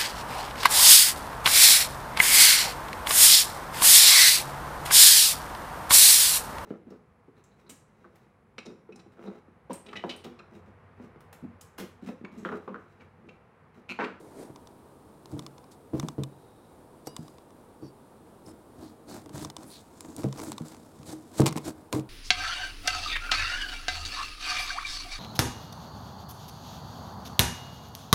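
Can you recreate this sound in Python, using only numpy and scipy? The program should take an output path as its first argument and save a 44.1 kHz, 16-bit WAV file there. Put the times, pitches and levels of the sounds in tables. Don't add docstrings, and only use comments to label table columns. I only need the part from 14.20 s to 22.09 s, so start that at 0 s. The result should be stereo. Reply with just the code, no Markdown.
import sys
import numpy as np
from scipy import signal
from scipy.fft import rfft, irfft
from scipy.io import wavfile

SR = 44100
rng = np.random.default_rng(int(sys.argv[2]) if len(sys.argv) > 2 else 0)


def dump_mix(stems):
    frames = np.atleast_2d(stems).T
    limited = np.clip(frames, -1, 1)
    pcm = np.round(limited * 32767).astype(np.int16)
    wavfile.write(sys.argv[1], SR, pcm)


N = 347949
HZ = np.fft.rfftfreq(N, 1 / SR)
RING_T = np.arange(SR // 2) / SR
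TILT_PIVOT_HZ = 4000


def amp(db):
    return 10 ** (np.asarray(db) / 20)


def unit(x):
    return x / np.sqrt(np.mean(x ** 2) + 1e-20)


def read(points, hz):
    f, value = np.transpose(points)
    return np.interp(np.log(hz + 1), np.log(f), value)


def add(mix, s, sound):
    part = mix[..., max(round(s * SR), 0):][..., :sound.shape[-1]]
    part += sound[..., :part.shape[-1]]


def convolve(x, response):
    return signal.fftconvolve(np.atleast_2d(x), np.atleast_2d(response), axes=1)[:, :N]


def ring(modes, flip=True):
    wave = sum((-1 if flip else 1) ** k * amp(db - 60 * RING_T / t60) * np.cos(2 * np.pi * hz * RING_T)
               for k, (hz, db, t60) in enumerate(modes))
    return wave / abs(wave).max()


def click(spectrum, size=2048):
    log_gain = np.log(amp(read(spectrum, abs(np.fft.fftfreq(size, 1 / SR)))))
    wave = np.fft.ifft(np.exp(signal.hilbert(log_gain))).real
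    wave = np.roll(wave[::-1], 1)[:size // 2]
    return wave / np.linalg.norm(wave)


def stereo(sources, spectrum, alike):
    left, other = rfft(sources)
    same = np.clip(read(alike, HZ), 0, 1)
    right = same * left + np.sqrt(1 - same ** 2) * other
    return unit(irfft(np.array([left, right]) * amp(read(spectrum, HZ)), N))


def drift(rate_hz):
    return unit(irfft(rfft(rng.standard_normal(N)) * np.exp(-(HZ / rate_hz) ** 2), N))


def resonate(x, hz, width_hz):
    turn = np.exp(2j * np.pi * np.cumsum(hz * np.ones(x.shape[-1])) / SR)
    decay = np.exp(-np.pi * abs(width_hz) / SR)
    return unit((turn * signal.lfilter([1 - decay], [1, -decay], x / turn)).real)


def grainy(grain_db, channels=2, size=N):
    return rng.standard_normal((channels, size)) * amp(grain_db * np.minimum(rng.exponential(1, size), 6))


def crackle(per_s):
    return rng.standard_normal((2, N)) * (rng.random(N) < per_s / SR)


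# frequency in Hz, relative level in dB.
VENT_COLOUR = [(20, -22), (50, -15), (85, -6.5), (130, -10), (228, -5.5), (400, -6.5), (520, -10.5),
               (900, -12.5), (1300, -19), (1900, -29), (3000, -33.5), (3800, -32), (4600, -34.5),
               (6400, -37.5), (8200, -33), (9100, -32), (9800, -33.5), (10500, -32), (12000, -36),
               (16000, -39)]
# frequency in Hz, likeness from 0 to 1.
AIR_ALIKE = [(60, 0.89), (290, 0.81), (640, 0.55), (1400, 0.5), (3100, 0.39), (7000, 0.15), (15000, 0)]
# pitch in Hz, level in dB.
HUM_TONES = [(140, -70.5), (457.6, -70), (500.6, -72.5), (936.7, -75)]
def room_tone(vent_db=-53.5, swell_db=0.5, waver_db=2.5, whine_db=-77.5):
    t = np.arange(N) / SR
    hum = sum(amp(db + waver_db * drift(3.0)) * np.sqrt(2) * np.sin(2 * np.pi * hz * t + drift(4.3))
              for hz, db in HUM_TONES)
    whine = amp(whine_db) * resonate(rng.standard_normal((2, N)), hz=9050, width_hz=250)
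    vent_gain = amp(vent_db + swell_db * drift(5.9))
    return vent_gain * stereo(rng.standard_normal((2, N)), VENT_COLOUR, AIR_ALIKE) + hum + whine


# frequency in Hz, fade time in seconds.
ROOM_FADE = [(100, 0.55), (400, 0.3), (2000, 0.28), (12000, 0.028)]
def room_echo(x, first_echo_s=0.00455):
    noise = rng.standard_normal((2, len(RING_T))) * (RING_T > first_echo_s)
    hz, t, bands = signal.stft(noise, SR, nperseg=256)
    tail = signal.istft(bands * amp(-60 * t / read(ROOM_FADE, hz)[:, None]), SR, nperseg=256)[1]
    return convolve(x, tail / np.linalg.norm(tail[0]))


# start in seconds, level in dB.
CAMERA_TICKS = [(0.3598, -35), (0.4726, -37.5), (1.193, -25), (1.2645, -27), (1.381, -37.5), (1.4417, -43),
                (1.798, -20), (1.8856, -21.5), (2.0357, -22), (2.9652, -22), (3.081, -36), (3.1837, -41),
                (3.3054, -43.5), (5.248, -21.5), (5.3005, -25.5), (5.3664, -24.5), (6.1264, -27),
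                (6.381, -22.5), (7.258, -30)]
# pitch in Hz, left and right relative dB, fade time in seconds.
TICK_TONES = [(978, -4, -9.5, 0.03), (1157, -2, -6, 0.023), (2000, -8, -11, 0.022),
              (2430, -12.5, -15, 0.02), (2960, -11, -19, 0.039), (3580, 3, -5.5, 0.012),
              (4370, -24, -31.5, 0.022), (4750, -13, -14, 0.013), (5310, -6.5, -6, 0.018),
              (5980, 3, -8, 0.0076), (6800, -5, -1, 0.0068), (7480, -8, 5, 0.0038), (8700, -4, -3, 0.0037),
              (10100, -30, -25, 0.0021), (13300, -18, -7, 0.004)]
def camera_ticks(right_db=-4.5, right_lag_s=0.00021, buzz_db=-8, buzz_t60=0.015, detune=0.008):
    out, t = np.zeros((2, N)), RING_T[:SR // 20]
    hardest_db = max(db for _, db in CAMERA_TICKS)
    usual_hz, left_tones_db, right_tones_db, t60 = np.transpose(TICK_TONES)
    for s, db in CAMERA_TICKS:
        hz = usual_hz * (1 + detune * rng.standard_normal(len(usual_hz)))
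        change_db = 1.2 * rng.standard_normal(len(hz))
        change_db += 0.23 * (db - hardest_db) * np.log2(hz / TILT_PIVOT_HZ)
        add(out[0], s, amp(db) * ring(zip(hz, left_tones_db + change_db, t60)))
        add(out[1], s + right_lag_s, amp(db + right_db) * ring(zip(hz, right_tones_db + change_db, t60)))
        buzz = rng.standard_normal((2, len(t))) * amp(buzz_db - 60 * t / buzz_t60)
        add(out, s, amp(db) * convolve(buzz, click(SNAP_COLOUR)))
    return out


# time in seconds, level in dB.
GRIP_LEVEL = [(0, -49), (.05, -50.5), (.11, -50), (.14, -49.5), (.2, -43.5), (.26, -46), (.32, -57),
              (.36, -90)]
# frequency in Hz, relative level in dB.
RUB_COLOUR = [(60, -20), (160, -9.5), (280, 1.5), (400, 4), (560, -5.5), (740, -7.5), (1200, -16.5),
              (2200, -23.5), (4000, -50)]
RUB_HISS_COLOUR = [(1000, -18), (2500, -6), (4200, 0.5), (6000, -0.5), (9000, 3.5), (13000, -4),
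                   (16000, -18)]
def hand_rub(slip_db=1.5, slip_hz=60, hiss_db=-14, hiss_grows=0.41):
    level_db = np.interp(np.arange(N) / SR, *np.transpose(GRIP_LEVEL), right=-200)
    hiss_gain = amp(hiss_db + hiss_grows * (level_db - level_db.max()))
    hiss = hiss_gain * stereo(rng.standard_normal((2, N)), RUB_HISS_COLOUR, CUT_ALIKE)
    slips = amp(level_db + slip_db * drift(slip_hz))
    return slips * (stereo(rng.standard_normal((2, N)), RUB_COLOUR, AIR_ALIKE) + hiss)


# start in seconds, squash level in dB, board level in dB, contact time
# in milliseconds, pitch in Hz and fade time in seconds of the squash's lowest tone (the grip changes
KNOCKS = [(0.2968, -35.5, -40, 0.2, 312, 0.059, 138.0, 0.24),
          (1.1263, -30, -30, 0.69, 304, 0.088, 137.6, 0.32),
          (1.1387, -27.5, -28, 0.58, 294, 0.088, 136.7, 0.3),
          (1.1669, -28, -35, 0.32, 302, 0.086, 166.0, 0.18),
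          (1.733, -26, -29.8, 0.78, 308, 0.067, 142, 0.25),
          (1.7356, -20, -20.5, 0.36, 301.0, 0.072, 137.4, 0.22),
          (1.748, -18, -24.5, 0.61, 304.0, 0.066, 137.0, 0.1),
          (1.787, -30.3, -31, 0.58, 308.0, 0.069, 139.0, 0.28),
          (1.8301, -29.4, -23, 0.4, 307.0, 0.039, 152.5, 0.18),
          (1.843, -28, -31, 0.36, 287.0, 0.086, 171, 0.12),
          (1.9824, -21, -23.5, 0.35, 311, 0.064, 136.8, 0.24),
          (1.9963, -26.7, -28.3, 0.36, 303, 0.036, 137.0, 0.2),
          (2.0166, -29.5, -29, 0.3, 305.0, 0.072, 128, 0.14),
          (2.872, -25, -42, 0.16, 278, 0.033, 145, 0.28),
          (2.987, -38, -30.6, 0.3, 304.0, 0.064, 158.2, 0.18),
          (3.6255, -27.5, -38, 0.72, 326, 0.081, 134.7, 0.28),
          (3.6478, -33.5, -44, 0.69, 280, 0.072, 144, 0.27),
          (5.0632, -34.5, -44.0, 0.35, 294.0, 0.057, 140, 0.24),
          (5.103, -35.4, -43, 0.36, 317, 0.062, 141.0, 0.21),
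          (5.1388, -41, -31.5, 0.86, 283.0, 0.072, 143, 0.25),
          (5.2176, -33, -33.5, 0.3, 293, 0.072, 153, 0.23),
          (5.2541, -36, -36, 0.28, 291.0, 0.068, 143, 0.27),
          (5.9843, -32.5, -39, 0.3, 313, 0.078, 144, 0.28),
          (6.0437, -14, -20.1, 0.36, 284.0, 0.027, 135.8, 0.24),
          (6.0594, -25, -23, 0.3, 338.0, 0.029, 136.4, 0.22),
          (6.2972, -29.0, -38, 0.3, 290, 0.079, 144.0, 0.25),
          (6.405, -32.5, -26, 0.24, 314, 0.063, 157.4, 0.18),
          (6.7944, -42.8, -39.5, 0.73, 302, 0.072, 146, 0.28),
          (6.9298, -26, -41, 0.32, 313, 0.1, 137.3, 0.25), (7.1981, -6, -9, 0.22, 330, 0.056, 140.5, 0.17),
          (7.214, -15, -22, 0.28, 282, 0.088, 143, 0.16),
          (7.227, -20, -17.5, 0.27, 315.0, 0.06, 135.0, 0.13),
          (7.2664, -18, -22.5, 0.28, 340, 0.026, 165, 0.17),
          (7.309, -31, -30, 0.24, 302, 0.041, 154.0, 0.15), (7.3577, -26, -25, 0.3, 320, 0.1, 159.6, 0.13),
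          (7.378, -25.5, -31, 0.26, 310, 0.045, 152.5, 0.2),
          (7.727, -24.5, -37, 0.065, 339.0, 0.058, 144.0, 0.092),
          (7.7365, -18.5, -23.0, 0.38, 326, 0.069, 131, 0.3),
          (7.7624, -15.4, -30, 0.56, 310, 0.063, 144.0, 0.11),
          (7.785, -21.5, -27.2, 0.35, 310, 0.076, 144.0, 0.2)]
# pitch in Hz, relative level in dB, fade time in seconds.
BOARD_TONES = [(56, -19, 0.059), (100, 1.5, 0.046), (136.7, 2.5, 0.19), (200.3, 0.5, 0.16),
               (249.4, -8.5, 0.13)]
SQUASH_TONES = [(310.7, 9.5, 0.052), (350, -3, 0.058), (390, 2.5, 0.046), (503, -10, 0.071),
                (675, -2, 0.066), (1087, -5.5, 0.076), (1380, -6, .04)]
# frequency in Hz, relative level in dB.
CLACK_COLOUR = [(100, -52.5), (250, -11), (420, 17), (700, 1), (1080, -2), (1600, -18.5), (3000, -16.5),
                (8000, -29)]
def squash_knocks(rebound_s=0.00628, rebound=0.67, judder_t60=0.35, clack_db=-23, clack_t60=0.24,
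                  stereo_width=0.45, slap_db=14, swing_s=0.0025, uneven_db=1.0):
    out, wood = np.zeros((2, N)), click(CLACK_COLOUR)
    swing = 1 - np.exp(-RING_T / swing_s)
    lowest_hz, _, lowest_t60 = SQUASH_TONES[0]
    main_hz, _, main_t60 = BOARD_TONES[2]
    for s, squash_db, board_db, contact_ms, squash_hz, squash_t60, board_hz, board_t60 in KNOCKS:
        board = swing * ring([(hz * board_hz / main_hz, db + uneven_db * rng.standard_normal(),
                               t60 * board_t60 / main_t60) for hz, db, t60 in BOARD_TONES])
        squash = ring([(hz * squash_hz / lowest_hz, db, t60 * squash_t60 / lowest_t60)
                       for hz, db, t60 in SQUASH_TONES], flip=False)
        contact_s = contact_ms / 1000
        blow = RING_T / contact_s * np.exp(-RING_T / contact_s)
        boom, thud = convolve(blow, board), convolve(blow, squash)
        add(out, s - contact_s, amp(board_db) * boom / abs(boom).max())
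        noise = rng.standard_normal((3, len(RING_T)))
        noise = noise[0] + stereo_width * noise[1:]
        judder = noise * amp(-60 * RING_T / judder_t60) * (RING_T > 2 * rebound_s)
        judder_db = -14.5 - 0.81 * (squash_db + 28)
        force = amp(judder_db) * judder / np.linalg.norm(judder[0])
        force[:, 0] += 1 / (1 + rebound)
        force[:, round(rebound_s * SR)] += rebound / (1 + rebound)
        add(out, s - contact_s, amp(squash_db) * convolve(force, thud / abs(thud).max()))
        slap = amp(slap_db) * blow / blow.sum()
        clack = amp(clack_db - 60 * RING_T / clack_t60) * noise[:, ::-1]
        add(out, s - contact_s, amp(squash_db) * convolve(slap + clack, wood))
    return out


# middle in
# seconds, length in seconds, first pitch in Hz, last pitch in Hz, width of the band in Hz, level in dB.
PITCHED_BLADE_SOUNDS = [(3.662, .11, 4620, 4610, 38, -65), (3.662, 0.092, 5400, 5400, 150, -69),
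                        (3.655, .07, 5750, 5750, 150, -71), (4.266, .014, 5300, 5300, 350, -57),
                        (4.266, .014, 9200, 9200, 500, -58), (4.295, .05, 5300, 5220, 200, -64),
                        (2.3, .7, 3800, 3800, 150, -77), (5.508, 0.12, 10400, 9000, 1500, -55),
                        (5.553, .13, 4200, 3850, 750, -51.5), (5.585, 0.14, 8000, 6500, 2500, -65),
                        (4.295, .05, 7750, 7700, 250, -65), (4.295, .05, 9250, 9200, 300, -62),
                        (4.66, .12, 4400, 4300, 900, -61), (4.92, .1, 4400, 4100, 600, -57),
                        (5.9, .4, 7300, 7200, 900, -62), (6.19, .04, 6000, 5800, 2200, -48),
                        (6.27, .14, 8200, 7700, 1800, -52), (6.205, .08, 488, 398, 31, -44.5),
                        (6.314, .11, 345, 175, 20, -40.5), (7.287, 0.028, 4180, 4160, 300, -41)]
def pitched_blade_sounds(chatter_db=0.5, chatter_hz=140, grain_db=5.0):
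    out = np.zeros((2, N))
    for middle_s, length, from_hz, to_hz, width_hz, db in PITCHED_BLADE_SOUNDS:
        t = np.arange(round(length * SR)) / SR
        noise = grainy(grain_db, channels=3, size=len(t))
        band = resonate(noise[0] + 0.5 * noise[1:], np.linspace(from_hz, to_hz, len(t)), width_hz)
        add(out, middle_s - length / 2, amp(db) * band * np.sin(np.pi * t / length))
    return out * unit(amp(chatter_db * drift(chatter_hz)))


# pitch in Hz, relative level in dB, fade time in seconds.
FREE_BLADE_TONES = [(2880, -22, .55), (3838, -28, 0.81), (4608, -3, .068), (4888, -18.5, .85),
                    (5370, -1, .045), (5720, 7, .028), (6430, 0, .03), (7230, -27, 1), (7550, 2, .03),
                    (8100, 8, 0.043), (9964, -21, 0.47), (11600, -11, .035), (13220, -10, 0.054)]
def blade_tap(start_s=2.8717, level_db=-20.5, left_lag_s=0.00007):
    out, tap = np.zeros((2, N)), amp(level_db) * ring(FREE_BLADE_TONES)
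    add(out[0], start_s + left_lag_s, tap)
    add(out[1], start_s, tap)
    return out


RISE_SHARE, FALL_SHARE = 0.25, 0.62
USUAL_HISS_DB = -52
# start in seconds, length in seconds, hiss in dB, groan in dB.
PUSHES = [(1.037, 0.33, -69, -49.5), (1.503, 0.062, -57, -74), (1.71, 0.3, -63.5, -44),
          (2.848, 0.05, -56, -58), (2.917, 0.31, -65.5, -56), (4.238, 0.13, -67, -47),
          (4.536, 0.28, -66.5, -46.5), (4.857, .22, -53, -42), (5.111, 0.22, -48, -40.5),
          (5.356, .19, -61, -45.5), (5.427, 0.32, -61.5, -75), (5.583, 2, -67, -57), (5.804, 0.2, -73, -48),
          (5.954, 0.14, -54, -40), (6.126, 0.29, -52.5, -42.5), (6.412, 0.21, -56.5, -55),
          (6.839, 0.16, -48.5, -43.5), (7.109, 0.15, -52.5, -49.5), (7.163, 0.073, -40, -36.5),
          (7.223, 0.087, -63, -32.5), (7.354, 0.049, -59, -36), (7.405, 0.16, -54.5, -53),
          (7.438, 0.089, -43, -43), (7.447, 0.087, -67, -34.5), (7.499, 0.27, -73, -54.5),
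          (7.714, 0.11, -45.5, -35)]
def push_power(longest_ramp_s=0.17, usual_steel_db=-58.5, steel_follows=0.69):
    t, power = np.arange(N) / SR, np.zeros((3, N))
    for s, length, hiss_db, groan_db in PUSHES:
        rise, fall = np.minimum(length * np.array([RISE_SHARE, FALL_SHARE]), longest_ramp_s)
        pressure = np.clip(np.minimum((t - s) / rise, (s + length - t) / fall), 0, 1)
        steel_db = usual_steel_db + steel_follows * (hiss_db - USUAL_HISS_DB)
        power += amp([[hiss_db], [groan_db], [steel_db]]) ** 2 * pressure ** 3
    return power


# frequency in Hz, relative level in dB.
HISS_COLOUR = [(700, -19), (1500, 0.5), (2200, 0), (2700, -4), (3900, 3.5), (5200, 2), (8000, 5.5),
               (11000, -1.5), (14000, -7.5), (16000, -24)]
CRUNCH_COLOUR = [(300, -18), (600, 6.5), (1050, 4), (1450, -1), (2000, -10.5), (2800, -19), (5000, -14.5)]
GROAN_COLOUR = [(40, -25), (90, -3), (140, -7), (220, 0), (320, 2), (450, -13), (650, -10.5), (1100, -24.5),
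                (1700, -34), (3000, -83)]
# frequency in Hz, likeness from 0 to 1.
CUT_ALIKE = [(60, 1), (290, 0.91), (700, 0.7), (3500, 1), (7000, 0.44), (15000, .05)]
# pitch in Hz, relative dB, fade time in seconds.
GRIPPED_BLADE_TONES = [(3620, -7, 0.0096), (4560, -3.5, 0.0069), (5260, -2, 0.0074), (6470, -6, .007),
                       (7700, -1, .007), (9160, -1.5, 0.0049), (10600, -2, .005), (12100, -9, .007),
                       (12900, -5, .006)]
def slicing(slip_db=2.4, slip_hz=90, fibre_db=-10, crunch_db=-4, hollow_db=-4, lurch_db=1.0, lurch_hz=35,
            treble_hz=6500):
    hiss_gain, groan_gain, steel_gain = np.sqrt(push_power()) * amp(slip_db * (drift(slip_hz) - 1 / 4))
    cells = grainy(grain_db=2.5)
    fibres = crackle(per_s=130)
    clumps = crackle(per_s=350)
    shift_db = np.clip(1.5 * drift(rate_hz=25), -9, 9)
    fizz = stereo(cells, HISS_COLOUR, CUT_ALIKE)
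    dull = irfft(rfft(fizz) / (1 + (HZ / treble_hz) ** 4), N)
    tearing = unit(dull * amp(shift_db) + (fizz - dull) * amp(-shift_db))
    tearing += amp(fibre_db) * stereo(fibres, SNAP_COLOUR, CUT_ALIKE)
    crunch = amp(crunch_db) * np.sqrt(hiss_gain * groan_gain) * stereo(clumps, CRUNCH_COLOUR, CUT_ALIKE)
    hollow = amp(hollow_db) * resonate(rng.standard_normal(N), hz=312, width_hz=24)
    groan = unit((stereo(cells[::-1], GROAN_COLOUR, CUT_ALIKE) + hollow) * amp(lurch_db * drift(lurch_hz)))
    scrape = unit(convolve(grainy(grain_db=4.0), ring(GRIPPED_BLADE_TONES)))
    return hiss_gain * tearing + crunch + groan_gain * groan + steel_gain * scrape


def stray_cracks(per_s=22, usual_db=-46, follows_hiss=0.59, range_db=13, t60=0.0087):
    for s, length, hiss_db, _ in PUSHES:
        loudest_db = usual_db + follows_hiss * (hiss_db - USUAL_HISS_DB)
        for place, softness in rng.random((int(length * per_s), 2)):
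            yield s + length * (RISE_SHARE + place / 2), loudest_db - range_db * softness, t60, 0


# start in seconds,
# level in dB, fade time in seconds, tilt in dB per octave (higher is brighter).
RIND_CRACKS = [(1.0576, -39.5, 0.0084, 0), (1.116, -46, .007, 2), (1.2243, -44, .007, -2),
               (1.829, -33, 0.023, -6), (2.8705, -33.5, 0.0078, 6.5), (2.873, -35, 0.038, -10),
               (5.06, -40.5, 0.012, -2.5), (5.0934, -41.5, 0.014, -1), (5.18, -36, 0.0091, 1),
               (5.383, -45, 0.011, -2), (5.408, -50, .009, -1), (5.4325, -44, 0.015, 3.5),
               (5.8074, -30.5, 0.0072, 5.5), (5.9649, -31, 0.0069, 6.5), (5.848, -38.5, 0.01, -4),
               (5.982, -38, 0.0083, -1), (6.0195, -39, .008, -1), (6.034, -36, .008, -1),
               (6.04, -36, 0.0089, 0), (6.087, -43, 0.007, -1.5), (6.14, -45, 0.0073, -1),
               (6.174, -37, .01, -3), (6.187, -38, .012, -5), (6.193, -34, 0.01, -3), (6.2, -33, .01, -1),
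               (6.217, -35, 0.0068, 0.5), (6.3188, -26, 0.011, 0), (6.329, -37, .01, -1),
               (6.419, -40, 0.0099, -1.5), (6.484, -38, 0.0089, 7), (6.5466, -40.5, .01, 1),
               (6.567, -44, .008, 1), (6.831, -42, .01, -0.5), (7.203, -26, 0.014, 7),
               (7.218, -25, 0.017, -2.5), (7.2597, -19, 0.019, 0), (7.2648, -16.5, .022, 1),
               (7.2705, -23, 0.025, -0.5), (7.2755, -24, .024, -1.5), (7.2795, -24.5, 0.03, 0.5),
               (7.2855, -28, 0.02, -4), (7.289, -32, 0.014, 2), (7.3102, -39, 0.011, 0),
               (7.3259, -30, 0.024, -1.5), (7.3591, -29.5, .024, -5.5), (7.3655, -32.5, .016, 2.5),
               (7.3735, -27, 0.024, -1.5), (7.381, -29.5, 0.014, 0), (7.7269, -19.5, 0.017, -1.5),
               (7.731, -26.5, 0.04, -7), (7.751, -32, .035, -9), (7.796, -37, 0.011, 1)]
# frequency in Hz, relative level in dB.
SNAP_COLOUR = [(200, -32), (600, 11.5), (1050, 19), (1600, 2.5), (2300, 9), (3000, 3.5), (4000, 8),
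               (6000, 7), (8200, 6), (11000, -4), (16000, -10.5)]
LONG_CRACK_COLOUR = [(1050, -1.5), (2300, -0.5), (4500, -1), (7500, -0.5), (10500, 6), (16000, 1.5)]
def rind_cracks(grain_db=3.0, wander_db=0.5, widest_t60=0.027):
    out, t = np.zeros((2, N)), RING_T[:SR // 20]
    hz, snap_db = np.transpose(SNAP_COLOUR)
    octaves = np.log2(np.clip(hz, 600, 8000) / TILT_PIVOT_HZ)
    for s, db, t60, tilt_db in [*RIND_CRACKS, *stray_cracks()]:
        fractures = rng.standard_normal((3, len(t))) * amp(grain_db * rng.exponential(1, len(t)))
        spread = np.clip(t60 / widest_t60, 0, 1)
        fade = amp(-60 * t / t60)
        burst = (np.sqrt(1 - spread) * fractures[0] + np.sqrt(spread) * fractures[1:]) * fade
        pan = amp(wander_db * spread * rng.standard_normal() * np.array([[1], [-1]]))
        colour_db = snap_db + tilt_db * octaves + spread * read(LONG_CRACK_COLOUR, hz)
        snap = click(np.transpose([hz, colour_db]))
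        add(out, s, convolve(amp(db) * unit(pan * burst) * np.sqrt(np.mean(fade ** 2)), snap))
    return out


# frequency in Hz, left minus right in dB.
BALANCE = [(60, -1), (150, -5), (350, -2.5), (700, -1), (1300, 0.5), (3000, 1.5), (8000, 0.5),
           (15000, -1.5)]
def scene(knock_db=-0.95, cut_echo_db=-17, knock_echo_db=-18):
    cut = slicing() + hand_rub() + pitched_blade_sounds() + rind_cracks() + blade_tap()
    knocks = amp(knock_db) * squash_knocks()
    echo = room_echo(amp(cut_echo_db) * cut + amp(knock_echo_db) * knocks)
    airborne = cut + knocks + echo + room_tone()
    side_gains = amp(np.outer([0.5, -0.5], read(BALANCE, HZ)))
    return irfft(rfft(airborne) * side_gains, N) + camera_ticks()


def record(dry, cutoff_hz=16100):
    lowpass = signal.firwin(401, cutoff_hz, window=("kaiser", 9), fs=SR)
    return signal.oaconvolve(dry, lowpass[None], "same")


dry = scene()
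out = record(dry)
dump_mix(out)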